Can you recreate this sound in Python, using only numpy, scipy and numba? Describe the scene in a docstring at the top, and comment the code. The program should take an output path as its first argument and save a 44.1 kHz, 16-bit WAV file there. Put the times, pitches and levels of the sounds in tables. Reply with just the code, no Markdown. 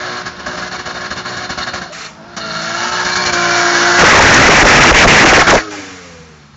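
"""A tree-lined road, microphone at the kerb. Some way off, a six-cylinder coupe does a burnout: the
exhaust rasps through its pipe and bangs on the rev limiter while the slipping tyres scrub and ring.
The driver lifts and the turbo vents; then the car pulls up to the microphone on squealing tyres.
From 4 s the turbulent blast of the tailpipe buffets and overloads the microphone as the car passes.
At 5.6 s the driver lifts again, the turbo vents once more, and the car coasts away with falling revs."""
import sys
import numpy as np
from scipy import signal
from scipy.fft import rfft, irfft
from scipy.io import wavfile
from scipy.ndimage import map_coordinates
from numba import njit

SR = 44100
rng = np.random.default_rng(int(sys.argv[2]) if len(sys.argv) > 2 else 0)


def store_pcm(level_fs):
    """Save levels as 16-bit WAV."""
    pcm = np.round(np.clip(level_fs, -1, 1) * 32767).astype(np.int16)
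    wavfile.write(sys.argv[1], SR, np.atleast_2d(pcm).T)


N = 289296
T = np.arange(N) / SR
LIFT_OFF_S = 5.56

# Loudness of engine and tyre scrub: swells on the approach, ducks under the blast, returns, fades.
# Each row: time in seconds, apparent distance in metres.
APPARENT_DISTANCE = [(0, 16.5), (1.8, 18.1), (2.5, 17.8), (2.95, 12.9), (3.5, 7.4), (3.95, 5.4), (4.6, 17),
                     (5.4, 10.5), (5.85, 6.3), (6.56, 27)]
# Rubber scrubbing on asphalt. Each row: frequency in Hz, relative spectral level in dB.
SCRUB_SPECTRUM = [(25, -23), (70, -11.5), (170, -15), (420, -6.5), (700, -5), (950, -7.5), (1400, -4),
                  (2500, -8), (5000, -10.5), (7500, -27)]
# Bands in which the spinning tyres ring. Each row: centre in Hz, nominal width in Hz, relative gain in dB.
TREAD_BANDS = [(1346, 70, -1), (1720, 170, -4.5), (1810, 59, -9.5), (2870, 71, -7.5), (3680, 80, -4.5),
               (4244, 210, 2.5)]
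# Strength of that ringing. Each row: time in seconds, level in dB.
TREAD_RING_LEVEL = [(0, -34), (.45, -36.5), (1.2, -33), (1.78, -28), (1.89, -46), (1.95, -36.5),
                    (2.07, -35), (2.14, -68), (2.34, -50), (2.38, -30), (2.6, -26.5), (2.9, -28),
                    (3.3, -34), (3.6, -29), (5.5, -31.5), (5.7, -56)]
# Tyre squeals. Each row: start and end in seconds, first and last pitch in Hz, level in dB,
# wobble as a share of the pitch.
TYRE_SQUEALS = [(0, 0.096, 1720, 1700, -27, 0.019), (1.845, 1.864, 760, 740, -33, 0.017),
                (1.897, 1.92, 620, 608, -25.5, 0.021), (2.36, 2.972, 1394, 1357, -27, .012),
                (2.7, 3.05, 2890, 2944, -30.5, .012), (2.8, 3.026, 1313, 1288, -21, 0.0118),
                (2.9, 3.353, 1630, 1670, -23.5, .018), (3.06, 3.622, 2294, 2335, -23, .025),
                (3.05, 3.33, 4250, 4290, -23.5, .019), (2.74, 3.321, 884, 920, -24.5, .05),
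                (3.298, 4.137, 1450, 1494, -28, 0.0253), (3.5, 3.994, 5610, 6100, -32, .025),
                (5.54, 5.61, 2200, 1900, -33, 0.019), (5.6, 5.68, 1305, 1270, -29, .015),
                (5.715, 5.754, 828, 820, -28, 0.045), (5.71, 5.85, 2640, 2137, -35, 0.043)]
# The turbo vents after each lift. Each row: start, hold and decay in seconds, level in dB.
TURBO_VENTS = [(1.92, 0.13, 0.051, -26.5), (5.702, 0.017, 0.27, -25)]
# Hiss of the escaping boost. Each row: frequency in Hz, relative spectral level in dB.
VENT_SPECTRUM = [(200, -8), (700, -2.5), (1400, 4.5), (2400, 3.5), (3150, -4), (4300, -5.5), (6000, -3.5),
                 (7500, -2)]
# Presses of the throttle. Each row: start and end in seconds, opening 0-1, roughness of the rasp 0-1.
THROTTLE_PRESSES = [(-1, 1.81, 1, .88), (2.16, 2.35, .28, .5), (2.358, 5.57, 1, .62)]
# Engine speed until it coasts. Each row: time in seconds, four-stroke cycles per second.
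ENGINE_SPEED = [(0, 60.5), (1.77, 60.7), (1.87, 56.5), (2.15, 52.0), (2.33, 59.4), (2.4, 55.6),
                (2.52, 53.5), (2.68, 55.2), (2.92, 60.4), (3.26, 60.3), (3.36, 58.3), (3.8, 57.8),
                (4.15, 60.0), (5.3, 56.0), (5.62, 53.6)]
# Rev limiter. Each row: relight time and length of the cut before it in seconds, bang in relative dB.
IGNITION_CUTS = [(0.254, 0.036, -17.5), (0.39, 0.11, -51), (0.458, 0.055, -15), (0.567, 0.0088, -19),
                 (0.613, 0.011, -22), (0.712, 0.03, -21), (0.782, 0.018, -19.5), (0.854, 0.051, -18),
                 (0.94, 0.024, -27), (0.997, 0.011, -30), (1.103, 0.037, -16.5), (1.159, 0.028, -21),
                 (1.249, 0.038, -20.5), (1.363, 0.0088, -18), (1.491, 0.032, -13), (1.574, 0.04, -14.5),
                 (1.664, 0.022, -18), (1.732, 0.037, -15.5), (1.811, 0.024, -22), (2.364, 0.015, -12),
                 (2.911, 0.016, -26), (3.046, 0.01, -17), (3.152, 0.011, -12.5), (3.25, 0.0086, -13),
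                 (3.322, 0.021, -13.5)]
# Tailpipe thumps and outdoor rumble. Each row: frequency in Hz, relative spectral level in dB.
THUMP_SPECTRUM = [(25, -24), (72, 3), (110, -3.5), (190, 3), (280, -4), (450, -17), (1200, -6),
                  (4000, -50.5)]
# Orders that swell and fade as the car coasts away. Each row: multiple of the cycle rate,
# peak time and half width in seconds, level in dB.
COASTING_ORDERS = [(2, 5.8, 0.72, -45), (4, 6.22, 0.71, -45), (6, 5.64, 0.25, -31), (6, 6.22, 0.48, -51),
                   (8, 5.69, 0.16, -35), (10, 5.88, 0.24, -42.5), (10, 6.32, .12, -51), (12, 5.7, .13, -42),
                   (12, 6.17, 0.16, -42)]
# Orders around the firing tones, under load. Each row: multiple of the cycle rate, relative level in dB.
UNEVEN_ORDERS = [(2, -3.5), (3, -1), (4, 0), (5, -3.5), (7, -3.5), (8, -2.5), (9, -2.5), (10, -0.5),
                 (11, -11), (13, -8), (14, -2.5), (15, -0.5), (16, 0.5), (17, 2), (18, 2.5), (20, -0.5),
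                 (22, -2.5), (24, 9), (25, -3.5), (26, 7), (28, 3.5), (30, 0), (34, -0.5)]
# Low pipe resonances where those orders drone. Each row: centre in Hz, half width in Hz, boost in dB.
PIPE_DRONES = [(159.2, 10, 10), (214, 13, 6), (600, 14, 7)]
# Silencer resonances where the firing tones boom. Each row: centre in Hz, half width in Hz, boost in dB.
SILENCER_BOOMS = [(352.6, 22.7, 8), (652.7, 30.7, 15), (702, 31, 12)]
# Bands that the silencer cancels. Each row: centre in Hz, width in Hz, gain in dB.
SILENCER_NULLS = [(453, 120, -16), (880, 230, -11.5), (2124, 97, -4)]
# Exhaust and body resonances. Each row: centre in Hz, width in Hz, relative gain in dB.
PIPE_MODES = [(579, 70, 8), (742, 59, 10), (1060, 55, 9.5), (1364, 170, 8.5), (1700, 172, 8.5),
              (2223, 114, 3), (2830, 350, -4.5), (3776, 290, -6), (4287, 300, -2.5), (5390, 2070, -8.5),
              (7120, 510, -8.5)]
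# Cylinders in firing order. Each row: relative pulse level in dB, lateness as a share of the cycle.
CYLINDER_PULSES = [(-9.5, -0.0033), (-14, 0.0014), (-5, -0.008), (-9.5, -0.00026), (-11.5, -0.0065),
                   (-10.5, .002)]
# The body shades the treble as the car turns side-on. Each row: time in seconds, treble gain in dB.
RASP_TREBLE = [(0, 1.5), (1.7, 3), (2.7, 13.5), (3.2, 13), (3.9, 13.5), (5.6, 10), (6.56, -6)]
# Blast while the tailpipe faces the microphone. Each row: time in seconds, level in dB, centre in Hz.
BLAST_CURVE = [(4.0, -3.5, 1505), (5.05, -2, 1974), (5.5, -3.5, 1740)]
# Rumble within the blast. Each row: frequency in Hz, relative spectral level in dB.
RUMBLE_SPECTRUM = [(20, -2), (60, -5), (150, -4), (400, -4), (900, -4), (3000, -21)]
# Buffets of exhaust gas on the microphone. Each row: time in seconds, drop of the blast in octaves,
# push on the diaphragm 0-1.
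GAS_BUFFETS = [(4.039, 1.98, 0), (4.204, 1.4, 0.2), (4.494, 2.2, 0.1), (4.642, 2.1, 0.65), (4.662, 2, 0.2),
               (4.8, 0.55, 0.35), (4.846, 0.97, 0), (4.921, 2.0, 0.82), (4.936, 0.12, 1), (5.053, 1.8, 0.1),
               (5.066, 3.1, 0.88), (5.252, 2.7, 0.43), (5.315, 0.15, 0.44), (5.331, 1.9, 0),
               (5.388, 2.72, 0.11), (5.429, 1.62, 0.06), (5.521, 0.78, 0.2), (5.538, 2.3, 0.16),
               (5.551, 2.4, 0), (5.566, 2.2, 0.33)]


def from_db(db):
    """Decibels to gain."""
    return 10 ** (np.asarray(db) / 20)


def rms_one(x):
    """Scale to unit rms."""
    return x / np.sqrt(np.mean(x ** 2) + 1e-20)


def in_time(rows):
    """Each column of a curve, at every sample."""
    times, *columns = np.transpose(rows)
    return [np.interp(T, times, column) for column in columns]


def gate(start, end, attack_s, release_s):
    """Envelope 0-1: attack from start, hold, release from end."""
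    attack = 1 - np.exp(-np.maximum(T - start, 0) / attack_s)
    return attack * np.exp(-np.maximum(T - end, 0) / release_s)


def bell(x, centre, half_width):
    """Smooth hump of height 1."""
    return np.exp(-((x - centre) / half_width) ** 2)


def butter(x, hz, kind, order=2):
    """Causal low- or high-pass."""
    return signal.sosfilt(signal.butter(order, hz, kind, fs=SR, output="sos"), x)


def drift(rate):
    """Smooth random curve of rms 1, changing about rate times a second."""
    knots = rng.standard_normal(4000)
    coarse = T[::8]
    curve = map_coordinates(knots, [coarse * rate + 5], order=3, mode="wrap")
    return rms_one(np.interp(T, coarse, curve))


def noise(spectrum):
    """Noise with a given spectrum, rms 1."""
    hz, db = np.transpose(spectrum)
    bins = np.maximum(np.fft.rfftfreq(N, 1 / SR), 1)
    gain = from_db(np.interp(np.log(bins), np.log(hz), db))
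    return rms_one(irfft(rfft(rng.standard_normal(N)) * gain, N))


def resonance(x, hz, width):
    """Two-pole resonance with gain 1 at its peak."""
    r = np.exp(-np.pi * width / SR)
    feedback = [1, -2 * r * np.cos(2 * np.pi * hz / SR), r * r]
    return signal.lfilter(np.array([1, 0, -1]) * (1 - r * r) / 2, feedback, x)


@njit
def moving_resonance(x, step, damping):
    """State-variable band-pass whose centre moves at every sample."""
    out, low, band = np.zeros(len(x)), 0., 0.
    for i in range(len(x)):
        low += step[i] * band
        band += step[i] * (x[i] - low - damping * band)
        out[i] = band
    return out


def order_tone(order, cycles, stumble):
    """A sine of rms 1 at a multiple of the cycle rate, its timing scattered by stumble cycles."""
    ragged = cycles + stumble * drift(70)
    return np.sqrt(2) * np.sin(2 * np.pi * (order * ragged + rng.random()))


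def roadside_echo(x, echo_db=-5.0, t60_s=0.085):
    """Kerb, car body and trees add a short diffuse echo to the direct sound."""
    t = T[:SR // 2]
    echo = rng.standard_normal(len(t)) * from_db(-60 * t / t60_s) * (t > .002)
    return x + from_db(echo_db) * signal.fftconvolve(x, echo / np.linalg.norm(echo))[:N]


def rumble_and_thumps(bangs, load, thump_db=-13.0, load_db=-41.5, background_db=-46.0):
    """Over a faint, steady outdoor rumble, the tailpipe rumbles under load and thumps at each bang."""
    envelope = from_db(thump_db) * bangs ** 0.65 + from_db(load_db) * load + from_db(background_db)
    return envelope * noise(THUMP_SPECTRUM)


def tyre_scrub(near_db, shut, spinning_db=-31.5, rolling_change_db=-12.5):
    """Rubber scrubs on asphalt, louder as the car seems nearer and softer when merely rolling."""
    level_db = spinning_db + near_db + rolling_change_db * shut
    return from_db(level_db + 1.1 * drift(25)) * noise(SCRUB_SPECTRUM)


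def tread_ring(firing, judder_db=3.0):
    """Slipping rubber rings in narrow bands, judders, and slackens in each ignition cut."""
    rings = np.zeros(N)
    for hz, width, db in TREAD_BANDS:
        band = resonance(rng.standard_normal(N), hz, 2 * width)
        rings += from_db(db) * rms_one(resonance(band, hz, 2 * width))
    level_db = in_time(TREAD_RING_LEVEL)[0] + judder_db * drift(60)
    return from_db(level_db) * firing ** 0.57 * rms_one(rings)


def tyre_squeals(firing, flutter_db=3.0, overtone_db=-15.0):
    """Sticking and slipping tread squeals at an unsteady pitch and dips in each ignition cut."""
    out = np.zeros(N)
    for start, end, first_hz, last_hz, db, wobble in TYRE_SQUEALS:
        glide_hz = np.interp(T, [start, end], [first_hz, last_hz])
        hz = glide_hz * (1 + wobble * (drift(330) + 0.21 * drift(10)))
        phase = 2 * np.pi * np.cumsum(hz) / SR
        tone = np.sin(phase) + from_db(overtone_db) * np.sin(2 * phase)
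        swell = gate(start, end, attack_s=min(0.04, (end - start) / 4), release_s=0.01)
        out += from_db(db + flutter_db * drift(70)) * swell * firing * tone
    return out


def turbo_vent(attack_s=0.0035):
    """Trapped boost hisses out and dies away."""
    envelope = sum(from_db(db) * gate(start, start + hold_s, attack_s, decay_s)
                   for start, hold_s, decay_s, db in TURBO_VENTS)
    return envelope * noise(VENT_SPECTRUM)


def pedal(start, end):
    """One press of the throttle, easing open and shut."""
    return gate(start, end, attack_s=0.041, release_s=0.055)


def throttle(turbo_lag_s=0.12, coasting_rough=0.99):
    """How far the throttle is shut, how much boost the lagging turbo lacks, and roughness; all 0-1."""
    opening, rough = 0, coasting_rough
    for start, end, amount, press_rough in THROTTLE_PRESSES:
        pressed = pedal(start, end)
        opening += amount * pressed
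        rough += (press_rough - coasting_rough) * pressed
    shut = 1 - np.clip(opening, 0, 1)
    no_boost = butter(shut, 1 / (2 * np.pi * turbo_lag_s), "low", order=1)
    return shut, no_boost, np.clip(rough, 0, 1)


def rev_limiter(cut_db=-12.5, bangs_db=-10.5, bang_hold_s=.013):
    """Firing strength, which sags in each cut, and the envelope of the unburnt fuel banging after it."""
    cut, bangs = np.zeros(N), np.zeros(N)
    for relight, length_s, db in IGNITION_CUTS:
        cut += gate(relight - length_s, relight, attack_s=0.012, release_s=.005)
        bang = gate(relight, relight + bang_hold_s, attack_s=.003, release_s=.01)
        bangs += from_db(bangs_db + db) * bang
    return from_db(cut_db * cut), bangs


def crank(firing, unsteady=.0015, sag=.012, coast_down_s=2.17):
    """Cycle rate and cycles turned; the crank lags in each ignition cut and runs down at the end."""
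    run_down = np.exp(-np.maximum(T - ENGINE_SPEED[-1][0], 0) / coast_down_s)
    cycle_hz = in_time(ENGINE_SPEED)[0] * run_down
    starved = butter(1 - firing, 6, "low", order=1)
    cycles = np.cumsum(cycle_hz * (1 + unsteady * drift(30) - sag * starved)) / SR
    return cycle_hz, cycles


def coasting_note(cycles, flutter_db=2.5):
    """Off the throttle the engine burbles; as the car recedes, a few orders stand out at a time, each swelling
    and fading in turn."""
    out = np.zeros(N)
    for order, peak_s, half_width_s, db in COASTING_ORDERS:
        swell = from_db(db + flutter_db * drift(55)) * bell(T, peak_s, half_width_s)
        out += swell * order_tone(order, cycles, stumble=0.0063)
    return out * (T > LIFT_OFF_S)


def exhaust_note(cycles, cycle_hz, firing, near_db, shut, uneven_db=-39.0, shut_db=-9.5):
    """Six firings a cycle give a tone and its octave; uneven cylinders put other orders around them."""
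    def boost_db(order, resonances):
        return sum(db * bell(order * cycle_hz, hz, half_width) for hz, half_width, db in resonances)
    stumble = .003 + .012 * shut
    firing_order = len(CYLINDER_PULSES)
    firing_db = -35.0
    octave_db = -38.5 - 13 * bell(T, 3.78, 0.051)  # fades briefly on the approach
    out = np.zeros(N)
    # The firing tones and the high orders grow fastest as the car seems nearer.
    for order, db in (firing_order, firing_db), (2 * firing_order, octave_db):
        boom_db = (1 - 0.25 * shut) * boost_db(order, SILENCER_BOOMS)
        flutter_db = 1.1 * drift(40)
        out += from_db(db + boom_db + 1.6 * near_db + flutter_db) * order_tone(order, cycles, stumble)
    for order, db in UNEVEN_ORDERS:
        level_db = uneven_db + db + boost_db(order, PIPE_DRONES) + (1 + 0.041 * order) * near_db
        burble_db = 3.0 * drift(9) + 2.5 * drift(60)
        out += from_db(level_db + burble_db) * order_tone(order, cycles, stumble)
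    return out * pedal(-1, LIFT_OFF_S) * firing ** 0.6 * from_db(shut_db * shut)


def exhaust_pipe(x):
    """The silencer cancels some bands, then pipe and body ring; rms 1."""
    for hz, width, db in SILENCER_NULLS:
        x = x - (1 - from_db(db)) * resonance(x, hz, width)
    return rms_one(sum((-1) ** k * from_db(db) * resonance(x, hz, width)
                       for k, (hz, width, db) in enumerate(PIPE_MODES)))


def pressure_fronts(cycles, jitter_s=.00017, scatter_db=3.0, max_cycles=450):
    """Each cylinder sends out one sharp front a cycle, scattered in timing and strength."""
    fronts = np.zeros(N)
    for k, (pulse_db, late) in enumerate(CYLINDER_PULSES):
        timing, strength = rng.standard_normal((max_cycles, 2)).T
        due = np.arange(max_cycles) + k / len(CYLINDER_PULSES) + late
        at = np.interp(due, cycles, np.arange(N)) + jitter_s * SR * timing
        heard = (at > 0) & (at < N - 100)
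        fronts[at[heard].astype(int)] += from_db(pulse_db + scatter_db * strength[heard])
    return butter(butter(fronts, 1020, "high", order=4), 2300, "low", order=1)


def exhaust_rasp(cycles, firing, bangs, near_db, shut, no_boost, rough,
                 base_db=-22, shut_db=-12.5, no_boost_db=-12.5, treble_shut_db=-2):
    """Each firing sends a front and a puff of turbulence down the pipe; bangs add bursts of gas noise."""
    fronts = exhaust_pipe(pressure_fronts(cycles))
    phase = 2 * np.pi * cycles
    puffing = 1 + 0.25 * np.cos(len(CYLINDER_PULSES) * phase) + 0.17 * np.cos(phase)
    gas = exhaust_pipe(rng.standard_normal(N) * puffing)
    level_db = base_db + near_db + shut_db * shut + no_boost_db * no_boost + drift(45)
    blend = np.sqrt(1 - rough ** 2) * fronts + rough * gas
    rasp = from_db(level_db) * firing * blend + bangs * gas
    dull = butter(rasp, 7000, "low", order=1)
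    treble_db = in_time(RASP_TREBLE)[0] + treble_shut_db * shut
    return dull + from_db(treble_db) * (rasp - dull)


def exhaust_blast(start_s=3.982, wander_octaves=.2, damping=0.6, buffet_db_per_octave=3.5,
                  hiss_db=-22.5, rumble_db=-1.0, lull_db=-29):
    """Turbulent roar straight at the microphone, with shreds of hiss; buffets drag it lower and louder."""
    level_db, centre_hz = in_time(BLAST_CURVE)
    # Each buffet builds more slowly than it lets go.
    drop = np.max([octaves * bell(T, peak_s, np.where(T < peak_s, 0.0095, 0.0021))
                   for peak_s, octaves, _ in GAS_BUFFETS], axis=0)
    hz = np.clip(centre_hz * 2 ** (wander_octaves * drift(600) - drop), 100, 3500)
    step = 2 * np.sin(np.pi * hz / SR)
    band = moving_resonance(rng.standard_normal(N), step, damping)
    band = moving_resonance(band, step, damping) / np.sqrt(step)  # even power as the centre moves
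    roar = from_db(buffet_db_per_octave * drop) * rms_one(butter(band, 3000, "low", order=4))
    shreds = from_db(hiss_db + 8 * drift(160))
    hiss = shreds * rms_one(resonance(rng.standard_normal(N), hz=6100, width=2900))
    rumble = from_db(rumble_db) * noise(RUMBLE_SPECTRUM)
    blowing = gate(start_s, LIFT_OFF_S, attack_s=0.0057, release_s=0.017)
    lull = gate(5.424, 5.466, attack_s=0.015, release_s=0.003)  # drops out once near the end
    return blowing * from_db(level_db + lull_db * lull) * (roar + hiss + rumble)


def buffeted_diaphragm(x, pinned_db=-13.0, shove=1.8, half_width_s=0.0077, leak_hz=42):
    """A hard buffet pins the diaphragm to one side and deafens it; the steady pressure leaks away."""
    pushes = sum(push * np.exp(-((T - peak_s) / half_width_s) ** 4) for peak_s, _, push in GAS_BUFFETS)
    pinned = np.minimum(pushes, 1)
    return butter(x * from_db(pinned_db * pinned) - shove * pinned, leak_hz, "high")


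def scene(reference_m=10):
    """The car as heard from the kerb, alike in both channels."""
    near_db = 20 * np.log10(reference_m / in_time(APPARENT_DISTANCE)[0])
    shut, no_boost, rough = throttle()
    firing, bangs = rev_limiter()
    cycle_hz, cycles = crank(firing)
    note = exhaust_note(cycles, cycle_hz, firing, near_db, shut)
    rasp = exhaust_rasp(cycles, firing, bangs, near_db, shut, no_boost, rough)
    tyres = tyre_scrub(near_db, shut) + tyre_squeals(firing) + tread_ring(firing)
    mix = tyres + roadside_echo(rasp + turbo_vent()) + note + coasting_note(cycles)
    mix += rumble_and_thumps(bangs, load=1 - shut) + exhaust_blast()
    return np.array([mix, mix])


def record(dry, clip_level=.61, hardness=7, cutoff_hz=7600):
    """The buffeted microphone saturates its input stage; two presence peaks follow and the top is lost."""
    pressure = butter(buffeted_diaphragm(dry), 7400, "low", order=16)
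    clipped = pressure / (1 + np.abs(pressure / clip_level) ** hardness) ** (1 / hardness)
    presence = 0.023 * resonance(clipped, 3400, 550) + 0.5 * resonance(clipped, 5630, 570)
    return signal.sosfiltfilt(signal.butter(12, cutoff_hz, fs=SR, output="sos"), clipped + presence)


dry = scene()
out = record(dry)
store_pcm(out)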